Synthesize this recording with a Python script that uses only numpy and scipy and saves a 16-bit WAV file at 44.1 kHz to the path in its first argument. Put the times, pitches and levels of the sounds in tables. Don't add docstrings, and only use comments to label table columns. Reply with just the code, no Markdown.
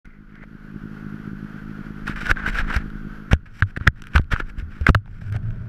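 import sys
import numpy as np
from scipy import signal
from scipy.fft import rfft, irfft
from scipy.io import wavfile
from scipy.ndimage import uniform_filter1d

SR = 44100
rng = np.random.default_rng(int(sys.argv[2]) if len(sys.argv) > 2 else 0)


def magnitude_from_level(level_db):
    exponent = np.asarray(level_db, float) / 20
    return 10 ** exponent


def store_wav(level_fs):
    pcm = np.round(np.clip(np.atleast_2d(level_fs), -1, 1) * 32767)
    wavfile.write(sys.argv[1], SR, pcm.T.astype(np.int16))


N = 250834
T = np.arange(N) / SR
FIRING_HZ = 52.4

STUMBLES_S = [-.05, .113, .247, .36, .437, .57, .78, .875, .97, 1.085, 1.16, 1.21, 1.296, 1.352, 1.467,
              1.582, 1.735, 1.83, 1.926, 2.0, 2.11, 2.33, 2.519, 2.728, 2.88, 2.97, 3.076, 3.147, 3.24]
# [f/Hz, width/Hz, level/dB]
MUFFLER_MODES = [(197.8, 18.3, -7), (145.4, 21, -7), (304, 59, -5.5)]
# [f/Hz, density level/dB]
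CLATTER_SPECTRUM = [(250, -11.5), (420, -3), (585, -14), (993, -14), (1300, -6), (1490, -8), (2210, -17),
                    (3320, -26.5), (3690, -30.5), (4300, -28), (9000, -45), (11300, -38), (12200, -46.5),
                    (14200, -40.5), (15500, -42)]
# [f/Hz, width/Hz, level/dB]
CAVITY_MODES = [(1464, 310, -0.5), (3150, 570, -20.5), (3650, 1900, -29), (5560, 470, -40.5)]
# [t/s, level/dB]
SLOW_GAIN = [(0, -13.5), (.3, -11), (.6, -5), (1.0, 2), (2.0, 1), (3.3, 1), (3.7, -4.5), (4.5, -6),
             (5.72, -8)]
# [t/s, depth/dB, recovery/s]
GAIN_DUCKS = [
    (2.316, 0.5, 0.24),
    (3.336, 19.5, 0.36),
    (3.878, 26, 0.08),
    (4.19, 13, 0.16),
    (4.899, 17, 0.06),
    (4.952, 18.5, 0.18),
]
# [f/Hz, width/Hz, level/dB]
SHELL_MODES = [(2330, 685, 14), (2780, 960, 8.5), (3596, 320, -4.5)]
# [f/Hz, width/Hz, level/dB]
SHEEN_MODES = [(5420, 1700, 14), (7400, 1200, 4.5), (8140, 3900, 6), (11500, 1200, 1.5)]
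# [f/Hz, width/Hz, level/dB]
HINGE_MODES = [(404, 99, 2.5), (615, 160, 1), (910, 310, -6)]
# [t/s, peak level/dB, ring f/Hz, top band level/dB]
KNOCKS = [(2.0854, -12.5, 1250, -32), (2.3131, 5.5, 1630, -32), (3.3314, -3.5, 1430, -15),
          (3.623, 6, 1575, -45), (3.632, -15, 1430, -38), (3.7639, -12.5, 1690, -29),
          (3.7735, -14, 1610, -24.5), (3.8104, -18.5, 1370, -51.5), (3.8656, -24, 1556, -29),
          (3.8753, 10.5, 1773, -36), (4.0203, -24, 1470, -11.5), (4.0698, -24, 1500, -12.5),
          (4.152, -10, 1500, -42), (4.16, 5, 1490, -52), (4.1801, -1.5, 1320, -27.5),
          (4.362, -4.5, 1430, -46.5), (4.8657, 2, 2040, -45), (4.8673, 8, 1560, -31.5),
          (4.8919, 2, 1310, -33), (4.947, 1, 1740, -22.5), (4.9498, 3.5, 1350, -39),
          (5.3238, -22.5, 1610, -14), (5.3631, -25, 1410, -10)]
# [t/s, peak level/dB, ring f/Hz, top band level/dB]
SKIN_CATCHES = [(2.07, -28, 1870, -11), (2.1628, -28, 1595, -26), (2.2115, -22.5, 1426, -18),
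                (2.2672, -18.5, 1476, -11.5), (2.293, -13, 1480, -35), (2.3705, -19, 1556, -38),
                (2.4612, -12, 1520, -27), (2.586, -14, 1663, -17), (2.7074, -21, 1387, -32),
                (2.7643, -22, 1520, -1.5), (3.316, -17, 1510, -20), (4.4008, -27, 1730, -38.5)]
# [t/s, peak level/dB, top band level/dB]
NAIL_TICKS = [(0.0549, -36.5, -17), (0.355, -36.5, -17), (0.4294, -33, -28), (1.4434, -41, -13),
              (2.9017, -30.5, -20), (3.287, -36, -36.5), (3.341, -22, -29), (3.348, -27, -22.5),
              (3.364, -40, -31), (3.507, -50, -42), (3.9669, -42, -34), (4.0391, -31.5, -14),
              (4.135, -26.5, -19), (4.2152, -37.5, -9.5), (4.243, -44.5, -15), (4.3046, -33, -21),
              (4.229, -51, -25), (4.972, -43.5, -14), (4.599, -25.5, -19), (4.8113, -35, -9),
              (4.9066, -36, -1), (5.058, -39.5, -22), (5.0776, -38, -28), (5.215, -30, -34),
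              (5.2989, -36, -14), (5.506, -35.5, -17)]
# [t/s, peak level/dB, ring f/Hz]
BODY_TAPS = [(.436, -34.5, 600), (3.333, -11, 690), (4.403, -21, 312), (4.812, -23.5, 360),
             (4.866, -17, 470), (4.893, -8.5, 506), (4.948, -9.5, 615), (5.06, -40.5, 880),
             (5.078, -39, 810), (5.219, -36, 637), (5.345, -26.5, 635), (5.362, -25.5, 720)]
# [t/s, peak level/dB, f/Hz, first swing sign]
JOLTS = [(2.299, -15, 58.7, -1), (2.314, -11, 45.3, 1), (2.594, -12, 24.4, -1), (3.314, -12, 72, 1),
         (3.332, 1.5, 143, 1), (3.774, -13.5, 134, 1), (4.152, -6.5, 85.6, -1), (4.196, -6, 75, 1),
         (4.318, -17, 34, 1), (4.335, -8, 78, -1), (4.403, -21.5, 215, 1), (4.888, -8.5, 143, -1),
         (4.89, -1, 136, 1), (4.892, -7, 53, 1), (4.901, -1, 96.5, -1)]
# [t/s, peak level/dB, f/Hz, first swing sign, t60/s]
MOUNT_SWINGS = [(2.762, -10, 63, 1, .083), (3.3313, -7, 77.8, 1, 0.1), (3.623, -7, 97.2, 1, 0.11),
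                (3.81, -16.5, 92, 1, .047), (3.8683, -11.5, 101.8, -1, 0.02), (3.875, -8.5, 71, 1, 0.083),
                (3.8802, -4, 104.7, -1, 0.034), (4.16, -5.5, 75.5, 1, 0.18), (4.578, -18.5, 45.4, 1, .13),
                (4.624, -22, 78.5, 1, 0.24), (4.811, -13.5, 74, -1, 0.15), (4.908, -17.5, 98, 1, 0.13),
                (4.953, -7.5, 103.3, -1, .12), (5.321, -20.5, 101, -1, 0.23), (5.353, -15.5, 108, 1, 0.28)]
# [start t/s, firmest t/s, end t/s, peak level/dB, sheen level/dB]
PRESS_STROKES = [(0.403, 0.44, .45, -44, -57), (2.054, 2.078, 2.213, -29.5, -19),
                 (2.256, 2.313, 2.333, -18, -20.5), (2.494, 2.596, 2.66, -23, -22.5),
                 (2.64, 2.706, 2.846, -27.5, -29.5), (2.71, 2.758, 2.833, -26.5, -18.5),
                 (3.502, 3.607, 3.62, -43.5, -11.5), (3.759, 3.771, 3.785, -25, -31),
                 (3.868, 3.875, 3.892, -10, -34), (4.105, 4.148, 4.152, -38, -21),
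                 (4.145, 4.16, 4.212, -20, -23.5), (4.306, 4.325, 4.382, -18.5, -22.5),
                 (4.39, 4.402, 4.43, -24, -28), (4.442, 4.501, 4.52, -44, -17.5),
                 (4.56, 4.594, 4.68, -44, -16.5)]
# [start t/s, end t/s, first level/dB, last level/dB, sheen level/dB]
EVEN_DRAGS = [(0.303, 0.397, -57, -52.5, -41), (2.158, 2.203, -35, -41.5, -21),
              (2.202, 2.273, -32, -36, -19.5), (2.358, 2.462, -35.5, -30, -49),
              (2.461, 2.491, -27, -23, -23.5), (2.485, 2.506, -30, -33, -17),
              (3.311, 3.338, -19.5, -23, -23.5), (3.456, 3.504, -43, -65, -24.5),
              (3.663, 3.714, -60, -49, -17), (3.799, 3.876, -46, -46.5, -30),
              (3.955, 4.01, -56, -53, -21.5), (4.015, 4.092, -54, -52.5, -19),
              (4.369, 4.398, -38, -39, -20), (4.704, 4.863, -52.5, -49.5, -20),
              (4.863, 4.9, -21.5, -21.5, -23.5), (5.054, 5.206, -66, -57, -15.5),
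              (5.207, 5.297, -53.5, -56, -14.5), (5.317, 5.372, -49, -38, -22.5),
              (5.422, 5.737, -58, -63, -22)]
# [t/s, level/dB]
GRIP_EFFORT = [(0, -43.5), (1.75, -41.5), (2.05, -33.5), (2.61, -23), (3.3, -39.5), (4.17, -42.5),
               (4.42, -26.5), (4.55, -36), (5.01, -41), (5.58, -29.5), (5.75, -59)]
# [t/s, effort level/dB]
WRIST_TWIST = [
    (4.9, -24),
    (5.21, -7.5),
    (5.46, 1),
    (5.75, -5),
]
# [t/s, level/dB]
SLEEVE_RASP = [
    (0.05, -57.5),
    (0.166, -62),
    (0.22, -74),
    (0.446, -50),
    (0.455, -83),
]


def unit(x):
    return x / np.sqrt(np.mean(x ** 2))


def band(x, hz, width_hz):
    return signal.lfilter(*signal.iirpeak(hz, hz / width_hz, SR), x)


def between(x, lo_hz, hi_hz):
    return signal.sosfilt(signal.butter(3, [lo_hz, hi_hz], "bandpass", fs=SR, output="sos"), x)


def modes(x, table):
    return unit(sum(magnitude_from_level(db) * unit(band(band(x, hz, w), hz, w)) for hz, w, db in table))


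def walk(rate_hz):
    hold = int(SR / rate_hz)
    steps = np.repeat(rng.standard_normal(N // hold + 1), hold)
    return unit(uniform_filter1d(steps, hold)[:N])


def curve(table):
    s, db = np.transpose(table)
    return magnitude_from_level(np.interp(T, s, db, left=-120, right=-120))


def add(out, s, sound):
    i = int(s * SR)
    out[i:i + len(sound)] += sound[:len(out) - i]


def puff(pulses, hz, width_s):
    t = T[:700] - .006
    edges = np.clip(np.minimum(T[:700], T[699::-1]) / .003, 0, 1) ** 2
    wavelet = edges * np.cos(2 * np.pi * hz * t) * np.exp(-(t / width_s) ** 2)
    return unit(signal.fftconvolve(pulses, wavelet)[:N])


def exhaust():
    first_firing_s, stumble_every_s, stumble_jitter_s = .0115, .105, .03
    jitter_s, scatter_db, build_db = .0007, 2.1, 11
    times = np.arange(first_firing_s, N / SR - .01, 1 / FIRING_HZ)
    chance = rng.standard_normal((len(times), 2))

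    later = np.arange(STUMBLES_S[-1], N / SR + .3, stumble_every_s)[1:]
    stumbles = np.append(STUMBLES_S, later + stumble_jitter_s * rng.standard_normal(len(later)))
    charge = np.interp(times + .011, stumbles, np.arange(len(stumbles))) % 1
    strength_db = build_db * charge ** .7 + scatter_db * chance[:, 1]

    soft, sharp = np.zeros((2, N))
    at = ((times + jitter_s * chance[:, 0]) * SR).astype(int)
    soft[at] = magnitude_from_level(0.53 * strength_db)
    sharp[at] = magnitude_from_level(1.6 * strength_db)
    puffs = puff(soft, 198, .0044) + magnitude_from_level(-4.5) * puff(sharp, 270, .0022)
    puffs = puffs + magnitude_from_level(-4.5) * puff(sharp, 84, 0.011)
    ringing = sum(magnitude_from_level(db) * band(puffs, hz, w) * 100 / w for hz, w, db in MUFFLER_MODES)
    return unit(puffs + ringing)


def clatter():
    hiss_top_hz, broad_db, cavity_db = 15250, -51.5, -50.5
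    hz = np.maximum(np.fft.rfftfreq(N, 1 / SR), 20)
    table = np.array(CLATTER_SPECTRUM)
    shape = magnitude_from_level(np.interp(np.log(hz), np.log(table[:, 0]), table[:, 1])) * (hz < hiss_top_hz)
    broad = irfft(rfft(rng.standard_normal(N)) * shape, N)
    air = rng.standard_normal(N)
    cavity = sum(magnitude_from_level(db) * unit(band(band(air, f, w), f, w)) for f, w, db in CAVITY_MODES)
    pulse_db = 0.4 * np.cos(2 * np.pi * (FIRING_HZ * T + 0.49)) + 1.26 * walk(24.985)
    return magnitude_from_level(pulse_db) * (magnitude_from_level(broad_db) * unit(broad) + magnitude_from_level(cavity_db) * cavity)


def rubbing():
    grain_db, patchy_db = 2.2, 2.4
    press_db, release_db = 22, 29.5
    dulling_db = 15.5
    shell_db_at_0, shell_per_sheen = 2.5, 0.53
    size_db = grain_db * rng.exponential(size=N) + patchy_db * walk(160)
    grains = rng.standard_normal((4, N)) * magnitude_from_level(size_db)
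    body = unit(between(grains[3], 170, 1070))
    cavity = modes(grains[0], [(1520, 590, 0)]) + magnitude_from_level(-12.5) * body
    shell, sheen = modes(grains[1], SHELL_MODES), modes(grains[2], SHEEN_MODES)

    shapes = []
    for start, firmest, end, db, sheen_db in PRESS_STROKES:
        levels_db = (db - press_db, db, db - release_db)
        shapes.append(((start, firmest, end), levels_db, (sheen_db, sheen_db, sheen_db - dulling_db)))
    for start, end, first_db, last_db, sheen_db in EVEN_DRAGS:
        shapes.append(((start, end), (first_db, last_db), (sheen_db, sheen_db)))

    out = np.zeros(N)
    for s, db, sheen_db in shapes:
        span = slice(int(s[0] * SR), int(s[-1] * SR))
        t = T[span]
        edges = np.clip(np.minimum(t - s[0], s[-1] - t) / .003, 0, 1)
        touch = edges * magnitude_from_level(np.interp(t, s, db))
        sheen_db = np.interp(t, s, sheen_db)
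        shell_db = shell_db_at_0 + shell_per_sheen * sheen_db
        out[span] += touch * (cavity[span] + magnitude_from_level(shell_db) * shell[span] + magnitude_from_level(sheen_db) * sheen[span])
    return out


def impacts():
    knock_t60_s, catch_t60_s, tick_t60_s, tap_t60_s = 0.0078, 0.045, 0.014, 0.013
    tick_hz, tick_spread, tap_top_db = 1517, 0.047, -39
    out, t = np.zeros(N), T[:2000]
    pitch_hz = tick_hz * (1 + tick_spread * rng.standard_normal(len(NAIL_TICKS)))
    rows = [(*row, knock_t60_s) for row in KNOCKS]
    rows += [(*row, catch_t60_s) for row in SKIN_CATCHES]
    rows += [(s, db, hz, top_db, tick_t60_s) for (s, db, top_db), hz in zip(NAIL_TICKS, pitch_hz)]
    rows += [(*row, tap_top_db, tap_t60_s) for row in BODY_TAPS]
    cracks = rng.standard_normal((len(rows), len(t)))
    for (s, db, hz, top_db, t60_s), crack in zip(rows, cracks):
        decay = np.exp(-np.log(1000) * t / max(t60_s, .004))
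        ring = np.sin(2 * np.pi * hz * t) * decay * np.minimum(t / .0012, 1)
        snap = np.exp(-t / 0.00079) * np.minimum(t / 0.00034, 1)
        bright = magnitude_from_level(top_db / 2 + 4.5) * modes(crack, SHELL_MODES) + magnitude_from_level(top_db) * modes(crack, SHEEN_MODES)
        add(out, s, magnitude_from_level(db + 0.5) * (ring + snap * bright))
    return out


def thumps():
    jolt_cycles, softer_per_db = 1.54, 0.45
    out, t = np.zeros(N), T[:16000]
    jolts = [(*row, jolt_cycles / row[2]) for row in JOLTS]
    for s, db, hz, sign, t60_s in jolts + MOUNT_SWINGS:
        rise_s = 0.00015 * magnitude_from_level(-softer_per_db * db)
        decay = np.exp(-np.log(1000) * t / t60_s)
        swing = np.sin(2 * np.pi * hz * t) * decay * (1 - np.exp(-t / rise_s))
        add(out, s, np.sign(sign) * magnitude_from_level(db) * swing / swing.max())
    return out


def grip():
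    held_s, held_db = 3.3, -47
    twist_mount_db, twist_creak_db, creak_power, creak_flicker_db = -30.5, -54, 1.5, 2.5
    sway = unit(between(rng.standard_normal(N), 6.5, 36.8))
    mount = unit(band(between(rng.standard_normal(N), 78, 190), 102, 20))
    creak = modes(rng.standard_normal(N) * magnitude_from_level(creak_flicker_db * walk(40)), HINGE_MODES)
    twist = curve(WRIST_TWIST)
    nudges = magnitude_from_level(held_db) * (T > held_s) + magnitude_from_level(twist_mount_db) * twist
    return curve(GRIP_EFFORT) * sway + nudges * mount + magnitude_from_level(twist_creak_db) * twist ** creak_power * creak


def rasp():
    fabric = rng.standard_normal(N) * magnitude_from_level(2.0 * walk(120))
    return curve(SLEEVE_RASP) * modes(fabric, [(2035, 350, 0)])


def whine():
    whine_hz, frame_hz, frame_phase = 11391, 59.94, .11
    gate = np.clip(3 * (np.cos(2 * np.pi * (frame_hz * T + frame_phase)) - .1), 0, 1)
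    upper = magnitude_from_level(-76) * np.sin(2 * np.pi * whine_hz * T)
    lower = magnitude_from_level(-79.0) * np.sin(np.pi * whine_hz * T)
    return gate * (upper + lower)


def gain_control():
    escape_db, attack_s = -20, 0.0014
    dive_db = np.zeros(N)
    for at, depth_db, recovery_s in GAIN_DUCKS:
        since = np.maximum(T - at, 0)
        dive_db = dive_db - depth_db * np.minimum(since / attack_s, 1) * np.exp(-(since / recovery_s) ** 1.5)
    return curve(SLOW_GAIN) * (magnitude_from_level(dive_db) + magnitude_from_level(escape_db))


def scene():
    exhaust_db, muffled_s, muffled_db = -36.5, 3.1, -2.5
    exhaust_gain = magnitude_from_level(exhaust_db + muffled_db * (T > muffled_s))
    steady = gain_control() * (exhaust_gain * exhaust() + clatter() + whine())
    return (steady + rubbing() + impacts() + thumps() + grip() + rasp())[None]


def roll_off(x):
    return signal.sosfilt(signal.butter(12, 16290, fs=SR, output="sos"), x)


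def record(dry):
    start_s, fade_s = .046, 0.0017
    x = np.clip(dry, -1, 1) * np.clip((T - start_s) / fade_s, 0, 1)
    x = signal.sosfilt(signal.butter(1, 12, "highpass", fs=SR, output="sos"), x)
    x = signal.sosfilt(signal.butter(10, 15600, fs=SR, output="sos"), x)
    return roll_off(np.clip(x, -1, 1))


dry = scene()
out = record(dry)
store_wav(out)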